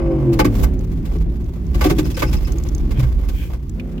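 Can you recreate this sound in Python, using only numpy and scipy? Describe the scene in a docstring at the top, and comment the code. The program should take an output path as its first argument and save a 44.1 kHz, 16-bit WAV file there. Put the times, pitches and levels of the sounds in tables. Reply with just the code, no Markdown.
"""Pickup on rough ground

From the cab, a pickup leaves a gravel track for rough grass. The engine sinks to a low rumble and
picks up at the end. The cab booms on its springs, tyres roar through the floor and dirt crunches.
Bumps set loose parts clattering, knocking and jingling; stones ping off the body, sand sprays it
and grass swishes along the underside."""
import sys
import numpy as np
from scipy import signal
from scipy.fft import rfft, irfft
from scipy.io import wavfile
from scipy.ndimage import uniform_filter1d

SR = 44100
rng = np.random.default_rng(int(sys.argv[2]) if len(sys.argv) > 2 else 0)


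def store_wav(level_fs):
    """Save 16-bit WAV to argv[1]."""
    pcm = np.round(np.clip(np.atleast_2d(level_fs), -1, 1) * 32767)
    wavfile.write(sys.argv[1], SR, pcm.T.astype(np.int16))


N = 176400
T = np.arange(N) / SR
SIDES = np.array([[1], [-1]])   # opposite signs for left and right

# crankshaft speed: t/s, f/Hz
CRANK_SPEED = [(0, 48.85), (.1, 48.1), (.2, 45.95), (.32, 42.51), (.52, 35.72), (.75, 33.07), (1.6, 31.74),
               (3.6, 27.81), (4, 33.2)]
# how hard the engine works: t/s, level/dB
THROTTLE = [(0, -28), (.3, -22.5), (.55, -25), (.9, -32.5), (1.6, -34), (3.55, -45), (3.78, -30),
            (4, -29.5)]
# engine orders: multiple of crank speed, level/dB
ENGINE_ORDERS = [(3, -5), (5, -5.5), (6, -7.5), (7, -9), (8, -7), (11, -12.5), (12, -22), (13, -17)]
# air resonances of the cab that lift orders gliding through: f/Hz, lift/dB
CAB_AIR = [(131, 13), (165, 5.61), (340, 8.3), (520, 6.3)]
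# intake rush: f/Hz, level/dB
INTAKE_EQ = [(150, 11), (600, -3.5), (1200, -10.5), (2500, -16), (4500, -32)]
# cab boom: t/s, level/dB
BOOM_FADER = [(0, -20), (.5, -24.5), (.63, -11.5), (.76, -24.5), (1.28, -17), (1.55, -27), (1.84, -12),
              (1.95, -22), (2.92, -20), (3.08, -18.5), (3.65, -25), (4, -29)]
# cab boom: f/Hz, level/dB
BOOM_EQ = [(20, -36), (26, -13.5), (36, 3.5), (61, 9.5), (75, -4.5), (90, -28), (130, -45)]
# tyre roar: t/s, level/dB
ROAR_FADER = [(0, -24), (1.2, -23.5), (1.6, -27.5), (1.85, -19), (2.25, -22.5), (2.85, -24.5), (3.05, -22),
              (3.3, -28), (4, -37)]
# tyre roar: f/Hz, level/dB
ROAR_EQ = [(60, 7), (90, -2.5), (125, 3.5), (200, -4), (360, -6), (450, -22.5), (700, -31), (1200, -43.5)]
# dirt crunch: t/s, coarse level/dB, fine level/dB
CRUNCH_FADERS = [(0, -34.5, -63), (.25, -40, -55), (.5, -48, -50), (.62, -33, -44), (.72, -54.5, -56),
                 (1.12, -43.5, -52), (1.35, -50.5, -57.5), (1.7, -47, -54.5), (1.85, -38, -38),
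                 (2.22, -40.5, -42), (2.6, -42.5, -49), (3.05, -41.5, -49), (3.55, -47, -56), (4, -68, -63)]
# body of the crunch: f/Hz, level/dB
COARSE_EQ = [(400, 20.5), (700, 11.5), (1150, 9), (1700, -14), (2400, -6), (3500, -16.5), (5000, -49)]
# fizz of the crunch: f/Hz, level/dB
FINE_EQ = [(2000, 6.5), (7000, 0), (9000, -7.5), (12000, -1), (15500, 0)]
# body panel resonances: f/Hz, width/Hz, level/dB
PANEL_RESONANCES = [(509, 48, 10), (742.4, 15, 3), (835, 36, 2), (1163, 84, 3.5), (1523, 58, 0),
                    (2130, 170, -3), (2580, 87, -7), (2974, 130, -11), (4960, 260, -14.5)]
# loose parts clatter: t/s, clack level/dB, rattle level/dB
CLATTER_CUES = [(0.3297, -33.5, -35), (0.3911, -11, -21), (0.4458, -19.5, -27), (0.552, -40, -41),
                (0.5898, -40, -42), (0.6322, -25, -41), (1.052, -42, -42), (1.1311, -58.5, -46.5),
                (1.744, -31.5, -35.5), (1.809, -18, -27), (1.8396, -22.5, -24.5), (1.858, -25, -28),
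                (1.9, -21.5, -25.5), (1.984, -25, -26), (2.1025, -59.5, -38), (2.1677, -28, -30.5),
                (2.192, -32, -26.5), (2.2202, -15.5, -26.5), (2.328, -30.5, -30.5), (2.47, -34.5, -39),
                (2.9076, -36, -38), (2.993, -33.5, -34.5), (3.0274, -32, -40.5), (3.2853, -38, -36.5),
                (3.913, -62, -52)]
# bright top of the clatter: f/Hz, level/dB
RATTLE_EQ = [(1200, -6.5), (2500, 5), (7500, -3), (9000, -9.5), (12000, -2.5), (15500, -6)]
# dull knocks of the trim: t/s, level/dB, pitch ratio
THUD_CUES = [(.395, -15, 0.99), (.451, -11.5, 0.96), (1.155, -27, 1.13), (1.856, -8, 1.004),
             (1.908, -13, 1.09), (1.984, -11, 1), (2.226, -19, 1.01), (2.542, -25.5, 1.09)]
# ring of the trim: f/Hz, level/dB, t60/s
TRIM_MODES = [(306.3, 5, 0.14), (368.6, -0.5, 0.15), (519, -12.5, 0.096)]
# hard bangs of hollow parts: t/s, level/dB, pitch ratio
BANG_CUES = [(.395, -12.5, 1), (1.848, -17, 0.86)]
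# ring of the hollow parts: f/Hz, level/dB, t60/s
HOLLOW_MODES = [(531, 1, 0.075), (850, 2, 0.12), (1070, 2.7, 0.013)]
# stones hit the body: t/s, level/dB, f/Hz
PING_CUES = [(.7915, -36, 6400), (.8445, -41, 6200), (1.1847, -43, 5568), (1.4421, -43, 6200),
             (1.6661, -39, 6177), (2.5205, -25, 6410), (2.584, -28, 6600), (2.6363, -26, 6890),
             (2.687, -28, 5990), (2.7485, -25.5, 6680), (2.7807, -33, 6166), (3.6945, -32.5, 6900),
             (3.7965, -29, 2444), (3.9779, -36.5, 2842)]
# sprays of sand: peak t/s, width/s, level/dB
SAND_CUES = [(.6, 0.065, -40), (.641, 0.0093, -25), (3.41, 0.094, -44)]
# hiss of the sand: f/Hz, level/dB
SAND_EQ = [(7000, -1.5), (10000, -8), (12000, 1), (15500, 1.5)]
# resonances of a loose metal part: f/Hz, width/Hz, level/dB
METAL_RESONANCES = [(2590, 150, -3), (5140, 230, -1)]
# blows to the suspension: t/s, level/dB
JOLT_CUES = [(2.231, -13.5), (2.986, -7.5), (3.025, -8.5)]
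# low ring of the cab: f/Hz, level/dB, t60/s
CAB_MODES = [(62.7, 1, 0.14), (126.5, 2, 0.2), (163, -21, 0.05)]
# grass brushes past: peak t/s, width/s, level/dB
GRASS_CUES = [(2.981, 0.035, -43), (3.411, 0.062, -41.5)]
# sheet metal of the underside: f/Hz, level/dB
UNDERSIDE_RESONANCES = [(1570, 1.5), (2400, 8.5), (2940, 2.5), (3250, 6)]

TREBLE_ALIKE, CLACK_ALIKE = 0.012, 0.06   # left-right likeness: 0 is wide, 1 is mono
RATTLE_T60_S, CLACK_T60_S = 0.056, 0.084


def from_db(db):
    """Decibels to gain."""
    return 10 ** (np.asarray(db) / 20)


def unit_rms(x):
    """Scale to unit rms."""
    return x / np.sqrt(np.mean(x ** 2) + 1e-20)


def automation(rows):
    """One curve per column after the time, read at every sample."""
    times, *columns = np.transpose(rows)
    return [np.interp(T, times, column) for column in columns]


def drift(rate_hz):
    """A smooth random wobble of unit rms."""
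    pole = np.exp(-80 * np.pi * rate_hz / SR)
    slow = signal.lfilter([1], [1, -2 * pole, pole * pole], rng.standard_normal(N // 40 + 2002))[2000:]
    return np.interp(np.arange(N) / 40, np.arange(len(slow)), unit_rms(slow))


def stereo(pair, alike):
    """Mix two unrelated signals as mid and side."""
    return np.sqrt(1 + alike) * pair[0] + np.sqrt(1 - alike) * pair[1] * SIDES


def noise(alike):
    """White stereo noise."""
    return stereo(rng.standard_normal((2, N)), alike) / np.sqrt(2)


def grit(alike, grains_per_s=1400, grain_share=0.27, spread_db=7):
    """Tiny impacts of uneven size on a smooth hiss."""
    sizes = from_db(spread_db * np.minimum(rng.exponential(1, (2, N)), 4)) * rng.choice([-1, 1], (2, N))
    lands = rng.random((2, N)) < grains_per_s / SR
    grains = unit_rms(stereo(sizes * lands, alike))
    return np.sqrt(grain_share) * grains + np.sqrt(1 - grain_share) * noise(alike)


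def equalise(x, eq):
    """Apply an EQ curve that rolls off beyond its ends; unit rms."""
    hz, db = np.transpose(eq)
    f = np.maximum(np.arange(N // 2 + 1) * SR / N, 1)
    skirts = 1 / np.sqrt((1 + (hz[0] / 2 / f) ** 6) * (1 + (f / hz[-1] / 2) ** 6))
    curve = from_db(np.interp(np.log(f), np.log(hz), db))
    return unit_rms(irfft(rfft(x) * skirts * curve, N))


def resonate(x, hz, width_hz):
    """One resonance with unit gain at its peak."""
    r = np.exp(-np.pi * width_hz / SR)
    feedback = [1, -2 * r * np.cos(2 * np.pi * hz / SR), r * r]
    return signal.lfilter(np.array([1, 0, -1]) * (1 - r * r) / 2, feedback, x + 1e-18)


def panels(x, resonances=PANEL_RESONANCES):
    """Sheet metal rings: parallel resonances of alternating polarity."""
    return sum((-1) ** k * from_db(db) * resonate(x, hz, width)
               for k, (hz, width, db) in enumerate(resonances))


def in_cab(x, t60_s=0.046, wet_db=-4):
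    """Add close reflections from glass and trim."""
    age, wet = T[:SR // 8], from_db(wet_db)
    walls = rng.standard_normal((2, len(age))) * from_db(-60 * age / t60_s) * np.minimum(age / .001, 1)
    walls *= wet / np.sqrt(np.sum(walls ** 2, axis=1, keepdims=True))
    return (x + signal.fftconvolve(x, walls, axes=1)[:, :N]) / np.sqrt(1 + wet ** 2)


def bursts(times, levels_db, t60_s, attack_s=0.0046, hold_s=0.0089):
    """Attack-hold-decay envelopes, summed in power."""
    power = np.zeros(N)
    for s, db in zip(times, levels_db):
        first = int((s - attack_s / 2) * SR)
        age = T[:min(N - first, SR // 2)]
        decaying_s = np.maximum(age - attack_s - hold_s, 0)
        shape = np.minimum(age / attack_s, 1) * from_db(-60 * decaying_s / t60_s)
        power[first:first + len(age)] += (from_db(db) * shape) ** 2
    return np.sqrt(power)


def swells(cues):
    """Bell-shaped fades in and out."""
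    return sum(from_db(db) * np.exp(-((T - s) / width) ** 2) for s, width, db in cues)


def struck(cues, modes, contact_s, spread):
    """Blows ring a body's modes; higher modes sit wider in the stereo image."""
    out = np.zeros((2, N))
    for s, db, pitch in cues:
        age = T[:N - int(s * SR)]
        attack = 1 - np.exp(-age / contact_s)
        for hz, mode_db, t60 in modes:
            side_phase = spread * hz / modes[0][0] * SIDES
            ring = np.sin(2 * np.pi * (hz * pitch * age + rng.random()) + side_phase)
            out[:, N - len(age):] += from_db(db + mode_db - 60 * age / t60) * ring * attack
    return out


def engine(jitter=0.0017, waver_db=4, dulling=0.78, air_half_width=0.035):
    """Wavering crank orders and intake rush; off the throttle the orders dull and the rush fades."""
    (crank_hz,), (throttle_db,) = automation(CRANK_SPEED), automation(THROTTLE)
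    turns = np.cumsum(crank_hz * (1 + jitter * drift(14.4))) / SR
    opening_db = THROTTLE[0][1]
    slack_db = np.minimum(throttle_db - opening_db, 0)
    upper_orders = [(order, -26.5 - 0.83 * (order - 14)) for order in range(14, 26)]
    drone = 0
    for order, db in ENGINE_ORDERS + upper_orders:
        lift_db = sum(peak_db / (1 + ((order * crank_hz / hz - 1) / air_half_width) ** 2)
                      for hz, peak_db in CAB_AIR)
        tilt_db = dulling * slack_db * np.log2(order / 5)
        gain = from_db(throttle_db + db + lift_db + tilt_db + waver_db * drift(7.2))
        phase = 2 * np.pi * (order * turns + rng.random()) + rng.normal(0, 0.31, (2, 1))
        drone += gain * np.sqrt(2) * np.sin(phase)
    rush = from_db(opening_db - 8.5 + 2.83 * slack_db) * equalise(noise(alike=0.17), INTAKE_EQ)
    return drone + rush


def cab_boom(pan_db=-1.15):
    """The cab booms on its springs: a deep bed, slightly to the right."""
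    boom = equalise(noise(alike=0.95), BOOM_EQ)
    envelope = np.sqrt(uniform_filter1d(np.mean(boom ** 2, axis=0), size=4000))
    squashed = boom / envelope ** 1.87   # ducks the noise's own surges and fills its dips
    return squashed * from_db(automation(BOOM_FADER)[0] + pan_db * SIDES)


def tyre_roar(flutter_db=2):
    """The tyres roar unevenly through the floor."""
    gain = from_db(automation(ROAR_FADER)[0] + flutter_db * drift(6.6))
    return gain * equalise(noise(alike=0.87), ROAR_EQ)


def dirt_crunch(clump_db=3, ring_db=-8):
    """Dirt crunches in clumps under the tyres: coarse grains ring the panels, fine ones fizz."""
    coarse_db, fine_db = automation(CRUNCH_FADERS)
    clumps_db = clump_db * (drift(24) + drift(100))
    coarse = equalise(grit(alike=0.05), COARSE_EQ)
    ring = from_db(ring_db) * unit_rms(panels(grit(alike=0.033)))
    fine = equalise(grit(TREBLE_ALIKE), FINE_EQ) * from_db(fine_db + clumps_db)
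    return (coarse + ring) * from_db(coarse_db + clumps_db) + in_cab(fine)


def clatter():
    """Loose parts hit in tight flurries that ring the panels, with a bright rattle on top."""
    times, clack_db, rattle_db = np.transpose(CLATTER_CUES)
    contacts = noise(CLACK_ALIKE)
    clack = panels(contacts * bursts(times, clack_db, CLACK_T60_S)) / np.std(panels(contacts))
    rattle = equalise(noise(TREBLE_ALIKE) + 0.48 * grit(TREBLE_ALIKE), RATTLE_EQ)
    return clack + in_cab(rattle * bursts(times, rattle_db, RATTLE_T60_S))


def trim_thuds():
    """Soft contacts knock a dull note out of the trim."""
    return struck(THUD_CUES, TRIM_MODES, contact_s=0.0024, spread=0.23)


def hollow_bangs():
    """Hard contacts ring hollow parts with a sharp attack."""
    return struck(BANG_CUES, HOLLOW_MODES, contact_s=0.00068, spread=0.54)


def stone_pings(chip_count=38, chip_hz=5700, relative_width=0.13, t60_cycles=111, attack_s=0.00084):
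    """Stones ping off the body, a broad resonance with a bright snap; faint chips fly at random."""
    out = np.zeros((2, N + SR))
    age = T[:SR // 8]
    chips = [(rng.uniform(0.41, T[-1]), rng.normal(-54, 0.53), chip_hz * 2 ** rng.uniform(-0.69, 0.6))
             for _ in range(chip_count)]
    for s, db, hz in PING_CUES + chips:
        hit = rng.standard_normal((2, len(age)))
        ring = unit_rms(resonate(hit, hz, hz * relative_width))
        snap = from_db(-8.5) * hz / chip_hz * np.diff(hit, prepend=0)
        envelope = from_db(db - 60 * age * hz / t60_cycles) * (1 - np.exp(-age / attack_s))
        first = int(s * SR)
        out[:, first:first + len(age)] += (ring + snap) * envelope
    return out[:, :N]


def sand_spray():
    """Fine sand hits the body in puffs of gritty hiss."""
    return swells(SAND_CUES) * equalise(grit(TREBLE_ALIKE), SAND_EQ)


def metal_jingle(span_s=(1.85, 2.45), count=12):
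    """A small metal part buzzes through the big bump; each run of contacts rings its resonances."""
    contacts = noise(CLACK_ALIKE)
    contacts *= bursts(rng.uniform(*span_s, count), rng.normal(-25.5, 2.8, count), RATTLE_T60_S)
    return sum(from_db(db) * resonate(contacts, hz, width) for hz, width, db in METAL_RESONANCES)


def suspension_jolts():
    """Blows to the suspension thump the cab's low modes."""
    return struck([(s, db, 1) for s, db in JOLT_CUES], CAB_MODES, contact_s=0.0043, spread=0.06)


def grass_swish(width_hz=176):
    """Dry stalks rasp along the underside and ring its sheet metal."""
    resonances = [(hz, width_hz, db) for hz, db in UNDERSIDE_RESONANCES]
    return swells(GRASS_CUES) * unit_rms(panels(grit(TREBLE_ALIKE), resonances))


def scene():
    """The mix from behind the windscreen: a driving bed with spot effects on top."""
    bed = engine() + cab_boom() + tyre_roar() + dirt_crunch()
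    spots = clatter() + trim_thuds() + hollow_bangs() + stone_pings() + sand_spray()
    return bed + spots + metal_jingle() + suspension_jolts() + grass_swish()


def record(dry, ceiling=1.5, cutoff_hz=16700):
    """Soft saturation rounds the peaks; a steep low-pass trims the very top."""
    lowpass = signal.cheby2(16, 70, cutoff_hz, fs=SR, output="sos")
    return signal.sosfilt(lowpass, ceiling * np.tanh(dry / ceiling))


dry = scene()
out = record(dry)
store_wav(out)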